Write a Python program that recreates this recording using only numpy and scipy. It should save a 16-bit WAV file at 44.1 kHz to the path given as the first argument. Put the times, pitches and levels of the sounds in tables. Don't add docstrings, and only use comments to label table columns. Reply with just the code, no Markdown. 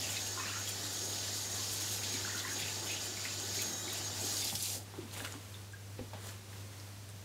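import sys
import numpy as np
from scipy import signal
from scipy.fft import rfft, irfft
from scipy.io import wavfile
from scipy.ndimage import uniform_filter1d

SR = 44100
rng = np.random.default_rng(int(sys.argv[2]) if len(sys.argv) > 2 else 0)


def elevation(decibels):
    levels = np.asarray(decibels, float)
    return 10 ** (levels / 20)


def bounce(signal):
    frames = np.transpose(np.atleast_2d(signal))
    limited = np.clip(frames, -1, 1)
    pcm = np.round(limited * 32767).astype(np.int16)
    wavfile.write(sys.argv[1], SR, pcm)


N = 319284
TIME_S = np.arange(N) / SR


def evened(x):
    return x / np.sqrt(np.mean(x ** 2) + 1e-20)


def read(points, hz):
    f, value = np.transpose(points)
    return np.interp(np.log(hz + 1), np.log(f + 1), value)


def curves(rows):
    s, *columns = np.transpose(rows)
    return [np.interp(TIME_S, s, column) for column in columns]


def add(mix, s, sound):
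    part = mix[round(s * SR):][:len(sound)]
    part += sound[:len(part)]


def swell(s, db, fade_s, rise_s=None):
    late_s = TIME_S - s
    rise_s = rise_s or 0.5 * fade_s
    return elevation(db - 20 * np.maximum(late_s / fade_s, -late_s / rise_s))


def held(s, end_s, edge_s):
    return np.clip(np.minimum(TIME_S - s, end_s - TIME_S) / edge_s + 0.5, 0, 1)


def dips(rows):
    shares = [share * held(s - length_s / 2, s + length_s / 2, length_s / 2) for s, length_s, share in rows]
    return np.clip(sum(shares), 0, 1)


def fall_db(s, db_per_s):
    return -db_per_s * np.maximum(TIME_S - s, 0)


def wander(size):
    return evened(uniform_filter1d(rng.standard_normal(N), size=size))


def coloured(x, points):
    hz = np.fft.rfftfreq(len(x), 1 / SR)
    return evened(irfft(rfft(x) * elevation(read(points, hz)), len(x)))


def hiss(points, patchy_db, flicker_db, size=256):
    frames, hz = 4 * N // size + 8, np.fft.rfftfreq(size, 1 / SR)
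    a, b, patches = rng.standard_normal((frames, len(hz), 3)).T
    patches = uniform_filter1d(patches, size=3, axis=0)
    patches = evened(uniform_filter1d(patches, size=30, axis=1))
    flicker = evened(uniform_filter1d(rng.standard_normal(frames), size=12))
    level_db = read(points, hz)[:, None] + patchy_db * patches + flicker_db * flicker
    z = (a + 1j * b) * elevation(level_db)
    return evened(signal.istft(z, nperseg=size, noverlap=3 * size // 4)[1][:N])


def bubble(hz, t60_s, rise):
    t = np.arange(int(t60_s * SR) + 8) / SR
    ring = np.sin(2 * np.pi * hz * (t + rise * t ** 2 / t60_s))
    return ring * elevation(-60 * t / t60_s) * (1 - np.exp(-t / 0.0011))


def fizz(points, per_s, cycles, spread_db, count=24):
    out = np.zeros(N)
    for hz in np.geomspace(points[0][0], points[-1][0], count):
        size = 1. * (rng.random(N) < per_s / count / SR)
        strengths = elevation(spread_db * np.minimum(rng.exponential(1, N // count), 4))
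        size[size > 0] = strengths[:int(size.sum())]
        grain = bubble(hz * rng.uniform(0.921, 1.03), cycles / hz, rise=0.17)
        out += signal.oaconvolve(size, grain * elevation(read(points, hz)) * hz)[:N]
    return evened(out)


def whistle(hz, width_hz, db, steady=0):
    r = np.exp(-np.pi * width_hz / SR)
    slow = rng.standard_normal(N) + 1j * rng.standard_normal(N)
    slow = signal.lfilter([1 - r], [1, -r], slow)
    slow = signal.lfilter([1 - r ** 3], [1, -r ** 3], slow)
    slow = slow / (abs(slow) + 1e-9) ** steady
    return elevation(db) * evened((slow * np.exp(2j * np.pi * hz * TIME_S)).real)


# time in seconds, strike in dB, spray relative to it in dB.
JET_FORCE = [(0, -42.5, -5.5), (.15, -43, -4), (.45, -45.5, -6.5), (.9, -45, -4), (1.45, -42.5, -5.5),
             (1.6, -43, -4.5), (1.95, -42.5, -3.5), (2.1, -43, -7.5), (2.8, -45, -4.5), (3.1, -44.5, -8.5),
             (3.45, -45, -6), (3.6, -41.5, -5), (3.8, -50, -0.5), (3.97, -43, -6.5), (4.13, -46.5, -7.5),
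             (4.23, -43, -1), (4.49, -41.5, -0.5), (4.75, -45, 2.5)]


def strike():
    return elevation(curves(JET_FORCE)[0] + fall_db(JET_FORCE[-1][0], 228))


# centre in seconds, length in seconds, share muted 0-1.
HOLLOWS = [
    (.33, .06, .5),
    (.87, .2, .3),
    (1.05, .12, .5),
    (1.36, .06, .3),
    (1.47, .1, .6),
    (3.8, .2, .3),
]


def smothered():
    return dips(HOLLOWS)


# frequency in Hz, density in dB per Hz.
SPLASH_SPECTRUM = [(2300, -30), (2900, -5), (3400, -3.5), (5000, 1), (6330, -4), (7200, 0.5), (8000, -10),
                   (10000, -21)]
# frequency in Hz, density in dB per Hz.
SPRAY_SPECTRUM = [(4000, -15.5), (6500, -2.5), (8000, -3.5), (10000, -5.5), (12000, -6.5), (15700, -12)]
# centre in seconds, length in seconds, share muted 0-1.
FINGER_LULLS = [
    (0.103, 0.044, 0.2),
    (.33, 0.053, 0),
    (1.49, 0.082, 0.35),
    (2.012, 0.057, 0.45),
    (2.46, 0.083, 0.28),
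    (3.132, 0.072, 0.3),
    (4.532, 0.048, 0.62),
    (4.582, 0.035, 0.66),
]
# time in seconds, peak in dB.
SPURTS = [(.105, -38), (.273, -40), (.69, -36), (.862, -47), (.932, -38), (1.036, -46), (1.374, -39),
          (1.566, -40), (1.735, -35), (1.812, -41), (1.926, -42), (1.959, -38), (2.129, -41), (2.377, -38),
          (2.522, -39), (2.599, -40), (2.697, -40), (2.864, -43), (2.915, -41), (3.031, -38), (3.061, -40),
          (3.249, -47), (3.547, -37), (3.973, -37)]


def jet():
    muted = dips(FINGER_LULLS)
    spray_db = curves(JET_FORCE)[1]
    splash = hiss(SPLASH_SPECTRUM, 1.3, 0.99)
    splash += elevation(-5.5) * fizz(SPLASH_SPECTRUM, 1500, 45, 3.8)
    splash += elevation(-14.5) * fizz(SPLASH_SPECTRUM, 400, 9.0, 3.0)
    lowpass = signal.butter(4, 3000, fs=SR, output="sos")
    splash = splash - smothered() * signal.sosfiltfilt(lowpass, splash)
    spray = hiss(SPRAY_SPECTRUM, 1.6, 1.2)
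    spray += elevation(-14) * fizz(SPRAY_SPECTRUM, 3000, 38, 3.9)
    spray += elevation(-8.5) * fizz(SPRAY_SPECTRUM, 1200, 7.3, 3.0, count=10)
    spurts = sum(swell(s, db - 12, fade_s=0.035, rise_s=0.017) for s, db in SPURTS)
    both = elevation(-1) * (1 - muted) * splash + elevation(spray_db) * (1 - 0.34 * muted) * spray
    return strike() * both + spurts * spray


# frequency in Hz, density in dB per Hz.
PLOP_SPECTRUM = [(1700, -18), (2100, -1), (2700, 3.5), (3100, -4.5), (3700, -37)]
# time in seconds, level in dB, fade in seconds.
CAUGHT = [(.04, -44, 0.21), (.15, -51, 0.14), (.44, -46, 0.54), (.68, -54, 0.3), (1.52, -47, 0.16),
          (1.9, -52, 0.27), (2.15, -46, 0.33), (2.63, -44.5, 0.27), (2.91, -45, 0.19), (3.26, -45, 0.23),
          (3.6, -47, 0.11), (3.95, -49, .3), (4.3, -53, 0.25), (4.43, -48, 0.12), (4.66, -46, 0.11)]


def caught_water():
    plop = hiss(PLOP_SPECTRUM, 3.0, 0.39) + elevation(-2) * fizz(PLOP_SPECTRUM, 300, 57, 3.2)
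    level = np.maximum(elevation(-9.5) * strike(), sum(swell(*row) for row in CAUGHT))
    return elevation(-7.5) * (1 - smothered()) * level * plop


# time in seconds, level in dB.
FLOW = [(0, 1), (.6, 0), (1.0, 0.5), (1.7, 0), (2.4, 0.5), (2.9, 2.5), (3.18, -0.5), (3.6, 1.5), (4.1, 1),
        (4.27, 4), (4.53, -1.5)]


def flow():
    return curves(FLOW)[0] + fall_db(FLOW[-1][0], 75)


# frequency in Hz, density in dB per Hz.
GURGLE_SPECTRUM = [(700, -27), (1000, -2.5), (1500, -2), (1900, 2), (2300, -24)]
# time in seconds, level in dB, fade in seconds.
CUPPED = [
    (.42, -51, 0.24),
    (.55, -50, 0.4),
    (1.55, -50.5, .2),
    (2.3, -49, 0.52),
    (2.46, -52.5, 0.5),
    (3.26, -58, .2),
    (3.92, -48.5, 0.36),
]


def cupped_hands():
    gurgle = hiss(GURGLE_SPECTRUM, 2.3, 0.45) + elevation(-3) * fizz(GURGLE_SPECTRUM, 300, 50, 2.0)
    steady = elevation(-53 + 0.22 * flow() + fall_db(4.3, 30))
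    level = np.maximum(steady, sum(swell(*row) for row in CUPPED))
    return elevation(-4) * level * gurgle


# time in seconds, peak in dB, pitch in Hz.
PLOP_BUBBLES = [(0.0348, -28.5, 2660), (.09, -32.5, 2950), (.135, -31, 3170), (.1676, -28, 3800),
                (.263, -35.5, 2800), (.49, -29, 3350), (0.478, -35, 2720), (.6732, -28, 3300),
                (.8003, -33, 3860), (.84, -30, 3800), (.9697, -31, 3770), (1.015, -38, 3120),
                (1.1254, -33, 3500), (1.182, -32, 3130), (1.4057, -35, 3870), (1.8168, -35.5, 2900),
                (1.905, -31.5, 3080), (2.135, -39, 2300), (2.378, -30, 4050), (2.59, -32.5, 2440),
                (2.905, -31, 3250), (3.885, -40, 4020), (3.945, -33, 4120), (1.5938, -31, 4300),
                (1.6911, -30, 4300), (2.033, -31, 4400), (2.14, -28.5, 4300), (2.564, -33, 3140),
                (2.591, -30.5, 3500), (2.6237, -28, 3390), (2.6815, -31, 2490), (2.869, -30, 3010),
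                (2.8993, -29.5, 2560), (2.914, -34, 2790), (2.935, -39, 2790), (2.965, -29.5, 2990),
                (3.173, -41, 2430), (3.25, -36, 2420), (3.61, -33, 3720), (4.3665, -26, 4570),
                (4.418, -27, 3600), (4.4743, -28, 4040), (4.5502, -30.5, 3430), (4.5999, -35, 4400),
                (4.655, -27, 3990),
                (1.286, -27, 6000), (1.351, -29, 4700), (2.145, -35.5, 4970), (2.7422, -32, 5200),
                (4.369, -30, 5500), (4.4175, -33, 4870), (4.4714, -29, 5060), (4.5526, -28, 5210),
                (4.598, -31, 4830)]


def plop_bubbles():
    out, plops, t = np.zeros(N), PLOP_BUBBLES, np.arange(4096) / SR
    for s, db, hz in plops:
        t60_s = 0.034 * np.sqrt(3800 / hz)
        add(out, s, elevation(db - 6) * bubble(hz, max(t60_s, 0.01), rise=0.013))
        shape = [(hz / 1.5, -30), (hz / 1.23, 0), (1.4 * hz, 0), (2.5 * hz, -25)]
        puff = coloured(rng.standard_normal(len(t)), shape)
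        add(out, s, elevation(db - 8.5 - 60 * t / 0.026) * (1 - np.exp(-t / 0.0014)) * puff)
        for late, higher in rng.random((5, 2)):
            small = bubble(hz * (0.88 + 0.295 * higher), 0.6 * t60_s, rise=0.058)
            add(out, s + 0.035 * late ** 2, elevation(db - 11.5) * small)
    return out


# time in seconds, peak in dB, pitch in Hz.
LOW_BUBBLES = [(.164, -31, 2100), (.374, -34, 1044), (.374, -34, 1405), (.398, -35, 1076),
               (.435, -37, 1190), (.455, -33, 1720), (.498, -35, 1340), (.522, -38, 1650),
               (.535, -36, 1910), (.54, -41, 1390), (.57, -38, 1367), (.6, -37, 1520), (1.593, -40, 1040),
               (2.249, -28, 1514), (2.272, -38, 1470), (2.296, -31, 1830), (2.32, -39, 1760),
               (2.347, -33, 1440), (2.372, -35, 1890), (2.398, -38, 1950), (2.419, -43, 1900),
               (2.449, -27.5, 1940), (2.451, -37.5, 1050), (2.475, -34, 1810), (2.49, -36.5, 1490),
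               (2.512, -35, 1560), (3.172, -33, 2190), (3.252, -32, 2000), (3.591, -29, 2210),
               (3.88, -32.5, 2180)]


def low_bubbles():
    out = np.zeros(N)
    for s, db, hz in LOW_BUBBLES:
        t60_s = 40.4 / hz
        add(out, s, elevation(db) * bubble(hz, max(t60_s, 0.01), rise=0.043))
        for late, higher in rng.random((3, 2)):
            small = bubble(hz * (0.86 + 0.34 * higher), t60_s, rise=0.075)
            add(out, s + 0.04 * late, elevation(db - 10) * small)
    return out


# time in seconds,
# peak in dB, pitch in Hz, t60 in seconds.
LONE_BUBBLES = [(.166, -34, 3980, .03), (.166, -35, 2510, .03), (.395, -43, 2520, .06), (.395, -41, 1800, .07),
                (.43, -40, 2470, .03), (.495, -42, 2690, 0.06), (.555, -38.5, 1350, 0.085), (.605, -46, 2450, .03),
                (.7, -41, 2430, 0.032), (2.63, -35, 3650, .04), (2.15, -40, 2250, 0.03), (3.615, -38, 3300, 0.046),
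                (6.289, -39, 4300, .015), (6.289, -48, 2500, 0.013), (6.269, -42, 4400, .015),
                (4.212, -30, 7700, 0.022), (4.553, -38, 9800, .05), (4.626, -33, 9800, .045),
                (4.698, -34, 7900, 0.02), (5.734, -41, 1603, 0.05), (5.749, -42, 1590, 0.031)]


def lone_bubbles():
    out = np.zeros(N)
    for s, db, hz, t60_s in LONE_BUBBLES:
        add(out, s, elevation(db) * bubble(hz, max(t60_s, 0.01), rise=0.043))
    return out


# time in seconds, peak in dB, centre in Hz, t60 in seconds.
SLAPS = [(0.674, -41, 3900, 0.04), (2.034, -37, 3800, 0.13), (3.172, -47, 2600, .02),
         (3.252, -36, 2600, .03), (3.617, -33, 9000, 0.067), (3.928, -37.5, 11000, 0.066),
         (4.196, -47, 11000, .06), (4.443, -34, 12000, 0.054), (4.553, -29, 5500, 0.034),
         (4.624, -29, 8000, 0.033), (5.249, -34, 2800, 0.029), (6.134, -48, 2800, 0.046)]


def slaps():
    out, t = np.zeros(N), np.arange(4096) / SR
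    for s, db, hz, t60_s in SLAPS:
        shape = [(hz / 4, -25), (hz / 1.5, -3), (hz, 0), (2 * hz, -5), (4 * hz, -16)]
        burst = coloured(rng.standard_normal(len(t)), shape)
        add(out, s, elevation(db - 1.5 - 60 * t / t60_s) * (1 - np.exp(-t / 0.00035)) * burst)
    return out


# time in seconds, peak in dB, centre in Hz, t60 in seconds.
TICKS = [(5.113, -38, 4230, 0.0044), (5.165, -40, 2230, 0.0077), (5.324, -31, 6800, 0.0034),
         (5.3245, -40, 5000, .003), (5.5435, -40, 3600, 0.014), (5.134, -39, 3900, .004),
         (5.141, -39, 3200, .004), (5.152, -40, 2110, .005), (5.19, -40, 1440, 0.0087),
         (5.197, -35, 2920, .006), (5.262, -37, 1500, 0.011), (5.275, -39, 2000, .01),
         (5.342, -39, 3000, .003), (5.725, -38, 7500, 0.0022), (7.091, -37, 9250, .002),
         (4.527, -34, 860, 0.012), (4.939, -38, 940, 0.009), (5.204, -33, 1650, 0.012),
         (5.204, -43, 825, 0.024), (5.248, -33.5, 1450, 0.013), (5.341, -30, 1000, 0.0027),
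         (5.247, -36, 2880, 0.011), (5.994, -44, 756, 0.015), (6.134, -41, 1140, 0.0093),
         (6.529, -43, 1800, 0.0063)]
# time in seconds, peak in dB, centre in Hz.
CRACKLES = [(3.4, -25, 7600), (4.27, -29, 6200), (4.287, -30, 7000), (4.306, -32, 4100), (4.325, -25, 7800),
            (4.34, -28, 8000), (4.395, -31, 6500), (4.452, -24.5, 5100), (4.499, -29, 3500),
            (4.72, -29, 8500), (4.735, -37, 6200), (4.38, -29, 7000), (3.5, -36, 6500), (3.9, -28, 3800),
            (4.702, -26, 5600), (4.755, -34, 8000), (.866, -29, 6700), (.926, -31, 6000), (2.4, -30, 3500),
            (1.6, -34, 4800), (1.349, -35, 9500), (1.716, -32, 9500), (2.1, -33, 9000), (1.7, -33, 9500),
            (2.372, -35, 9500), (6.8, -38, 5300), (7.1, -41, 7500), (6.272, -35, 7600), (6.291, -38, 6900),
            (6.323, -49, 2800)]


def ticks():
    out, t = np.zeros(N), np.arange(4096) / SR
    snaps = [(s, db, hz, 20 / hz) for s, db, hz in CRACKLES]
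    for s, db, hz, t60_s in TICKS + snaps:
        add(out, s, -elevation(db + 1.5 - 60 * t / t60_s) * np.sin(2 * np.pi * hz * t))
    return out


# frequency in Hz, width in Hz, level in dB.
SPOUT_BASIN_MODES = [(7011, 45, -9), (7125, 80, -5.5), (7245, 60, -8), (6689, 45, -12), (5829, 32, -12),
                     (5447, 20, -12), (345, 70, -14), (4719, 16, -13), (3472, 70, -14.5), (3130, 60, -15),
                     (2468, 27, -15), (1720, 45, -16), (1486, 22, -14)]
# start in seconds, length in seconds, level in dB.
SINGS = [(.02, .06, -52), (.11, .07, -52), (.2, .14, -49), (.372, .058, -49), (.46, .03, -52),
         (.546, .046, -49), (.6, .05, -50), (.94, .045, -49), (.985, .124, -48), (1.108, .03, -50),
         (1.158, .075, -49), (1.314, .07, -51), (1.4, .09, -49.5), (1.51, .08, -48.5), (1.599, .06, -49.5),
         (1.679, .06, -50), (1.77, .1, -49), (1.881, .07, -48.5), (1.986, .072, -50), (2.078, .126, -48.5),
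         (2.24, .07, -50), (2.335, .08, -48.5), (2.49, .1, -49), (2.643, .07, -51), (2.757, .052, -50),
         (2.827, .034, -51), (2.878, .076, -45.5), (3.0, .035, -50), (3.09, .05, -52), (3.32, .03, -53),
         (3.385, .082, -50), (3.489, .05, -51), (3.555, .16, -46), (3.727, .075, -46), (3.9, .056, -51),
         (4.042, .045, -46), (4.191, .034, -51), (4.237, .082, -50), (4.329, .04, -49), (4.373, .04, -50)]


def spout_whistle():
    level_db = -51 + 0.32 * flow() + fall_db(4.33, 87) + 0.9 * wander(5000)
    spells = sum(elevation(db + 2.5) * held(s, s + length_s, edge_s=0.012) for s, length_s, db in SINGS)
    modes = elevation(level_db + 0.5) * sum(whistle(*mode) for mode in SPOUT_BASIN_MODES)
    main = whistle(6545, width_hz=22, db=0, steady=0.65)
    return modes + np.maximum(spells, elevation(level_db - 7)) * main


# start in seconds, end in seconds, level in dB.
LOW_SPELLS = [
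    (3.6, 3.95, -65),
    (3.72, 3.95, -65),
    (3.844, 3.95, -67),
    (3.95, 4.098, -74),
]


def low_whistle():
    faint = elevation(-61 + fall_db(4.33, 87))
    spells = sum(elevation(db) * held(s, end_s, edge_s=0.03) for s, end_s, db in LOW_SPELLS)
    return (faint + spells) * whistle(3841, width_hz=2.5, db=0, steady=0.97)


# frequency in Hz, density in dB per Hz.
RUMBLE_SPECTRUM = [(110, -20), (170, -3), (300, 0.5), (550, -3), (900, -2.5), (1300, -91)]
# time in seconds, level in dB, fade in seconds.
PIPE_SHUDDERS = [
    (2.68, -68, 0.2),
    (3.55, -57.5, 0.3),
    (4.75, -50, 0.23),
]


def pipe_rumble():
    shake = elevation(-50.5 + flow()) + sum(swell(*row) for row in PIPE_SHUDDERS)
    return elevation(-2.5) * shake * hiss(RUMBLE_SPECTRUM, 0.89, 1.0, size=1024)


# frequency in Hz, density in dB per Hz.
RUB_LOW = [(400, -0.5), (750, -1), (1500, -1), (2500, -3.5), (3800, -1), (5500, -17), (7000, -40)]
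# frequency in Hz, density in dB per Hz.
RUB_HIGH = [(3000, -15), (4500, -9), (7000, 0), (11000, -5), (16000, -11)]
# time in seconds, level in dB, fade in seconds, rise in seconds, bright part in dB.
RUSTLES = [(5.02, -57.5, 0.12, 0.42, -2), (5.14, -58, 0.17, 0.04, 8.5), (5.17, -60, .1, 0.041, 4),
           (5.2, -53.5, 0.11, 0.1, 5.5), (5.25, -56, 0.3, 0.048, 5), (5.37, -66, 0.082, 0.082, -35),
           (5.99, -54.5, 0.08, 0.033, -10), (6.14, -56, 0.13, 0.022, -25), (6.27, -55, 0.14, 0.13, 9),
           (6.32, -62, 0.21, 0.1, -4), (6.52, -66, 0.12, 0.022, 0)]


def rustles():
    dull = hiss(RUB_LOW, 1.3, 1.8) + elevation(-5) * fizz(RUB_LOW, 1500, 8, 2.5)
    bright = hiss(RUB_HIGH, 1.3, 1.6) + elevation(-5) * fizz(RUB_HIGH, 1500, 5, 2.5, count=10)
    out = np.zeros(N)
    for *stroke, bright_db in RUSTLES:
        out += swell(*stroke) * (dull + elevation(bright_db - 6) * bright)
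    return out


# time in seconds, peak in dB, main mode in Hz, upper modes in dB, t60 in seconds.
KNOCKS = [(2.14, -47, 267, -7, 0.13), (3.43, -49.5, 400, -10, .1), (3.57, -48, 398, -12, 0.092),
          (3.87, -49.5, 348, -15, .15), (4.24, -45, 300, 1, 0.066), (4.529, -45, 198, -12, 0.13),
          (4.541, -51.5, 105.3, -4, 0.25), (4.94, -52, 400, -8, 0.04), (4.987, -36, 345, -18, 0.049),
          (4.98, -49, 300, -2, 0.034), (5.028, -47, 300, -12, .04), (5.039, -48, 230, -6, .03),
          (5.049, -44, 240, -6, 0.033), (5.218, -47.5, 277, -18, 0.074), (5.351, -47, 286, -13, 0.09),
          (5.992, -36, 497, -9, 0.025), (5.991, -43, 283, -8, .03), (6.011, -41, 255, -8, 0.049),
          (6.133, -44.5, 620, 1, 0.04), (6.146, -49, 776, -10, 0.035), (6.006, -46, 75, -15, .04),
          (6.15, -49, 198, -13, 0.088)]
# ratio to main mode, level in dB.
KNOCK_MODES = [(1, 3), (0.535, -13), (1.202, 0.5), (1.356, 0), (2.6, -6)]


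def knocks():
    out, t = np.zeros(N), np.arange(SR // 3) / SR
    for s, db, hz, upper_db, t60_s in KNOCKS:
        for ratio, mode_db in KNOCK_MODES:
            level_db = db + 5.5 + mode_db + upper_db * (ratio > 1) - 60 * t * np.sqrt(ratio) / t60_s
            add(out, s, elevation(level_db) * np.sin(2 * np.pi * hz * ratio * t) * (1 - np.exp(-t / 0.0023)))
    return out


# frequency in Hz, rms level in dB.
HUM = [(100.2, -50.5), (200.4, -70)]
# frequency in Hz, density in dB per Hz.
FLOOR_SPECTRUM = [(25, -72), (72, -22), (160, -16), (440, -19), (730, -23.5), (2100, -26.5), (6370, -27),
                  (16000, -37)]


def background():
    waver_db = 0.97 * wander(6000)
    hum = sum(np.sqrt(2) * elevation(db + waver_db) * np.sin(2 * np.pi * hz * TIME_S) for hz, db in HUM)
    panels = whistle(98, width_hz=28, db=-60)
    return hum + panels + elevation(-54) * hiss(FLOOR_SPECTRUM, 0.38, 0.99, size=2048)


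# centre in seconds, low edge in Hz, high edge in Hz, level in dB.
STRAY_PUFFS = [
    (.334, 5600, 7700, -47),
    (.542, 11000, 14500, -60),
    (.734, 5600, 8400, -48),
    (1.936, 13800, 15300, -60),
    (4.03, 9000, 12500, -56),
]


def stray_puffs():
    length_s = 0.03
    out, size = np.zeros(N), round(length_s * SR)
    for s, low_hz, high_hz, db in STRAY_PUFFS:
        shape = [(low_hz - 1, -99), (low_hz, 0), (high_hz, 0), (high_hz + 1, -99)]
        puff = coloured(rng.standard_normal(size), shape)
        add(out, s - length_s / 2, elevation(db) * np.sqrt(np.hanning(size)) * puff)
    return np.array([out, -out])


# delay in seconds, level in dB.
ECHOES = [(.0019, -39), (.0043, -17), (.0078, -12.5), (0.013, -22)]


def with_echoes(near):
    out = near.copy()
    for s, db in ECHOES:
        add(out, s, elevation(db) * near)
    return out


# frequency in Hz, t60 in seconds.
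ROOM = [(200, 0.27), (1000, 0.22), (4000, 0.21), (12000, 0.06)]


def kitchen(x):
    taps = np.zeros(SR // 2)
    at = np.arange(200, SR // 2 - 20, 20)
    taps[at + rng.integers(0, 20, len(at))] = rng.choice([-1., 1.], len(at))
    hz, t, z = signal.stft(taps, SR, nperseg=256)
    tail = signal.istft(z * elevation(-60 * t / read(ROOM, hz)[:, None]), SR, nperseg=256)[1]
    return signal.fftconvolve(x, tail / np.linalg.norm(tail))[:N]


def scene():
    water = jet() + caught_water() + cupped_hands() + rustles()
    valve = spout_whistle() + low_whistle() + pipe_rumble()
    thuds = knocks()
    near = plop_bubbles() + low_bubbles() + lone_bubbles() + slaps() + ticks() + thuds
    tail = elevation(-7.5) * kitchen(near - 0.4 * thuds)
    mono = with_echoes(near) + tail + water + elevation(-11) * kitchen(water) + valve + background()
    return np.array([mono, mono])


def low_pass(x):
    return signal.sosfilt(signal.butter(12, 16130, fs=SR, output="sos"), x)


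def record(dry):
    lowpass = signal.firwin(511, 15750, window=("kaiser", 9), fs=SR)
    limited = signal.oaconvolve(dry, lowpass[None], "same")
    return low_pass(limited + stray_puffs())


dry = scene()
out = record(dry)
bounce(out)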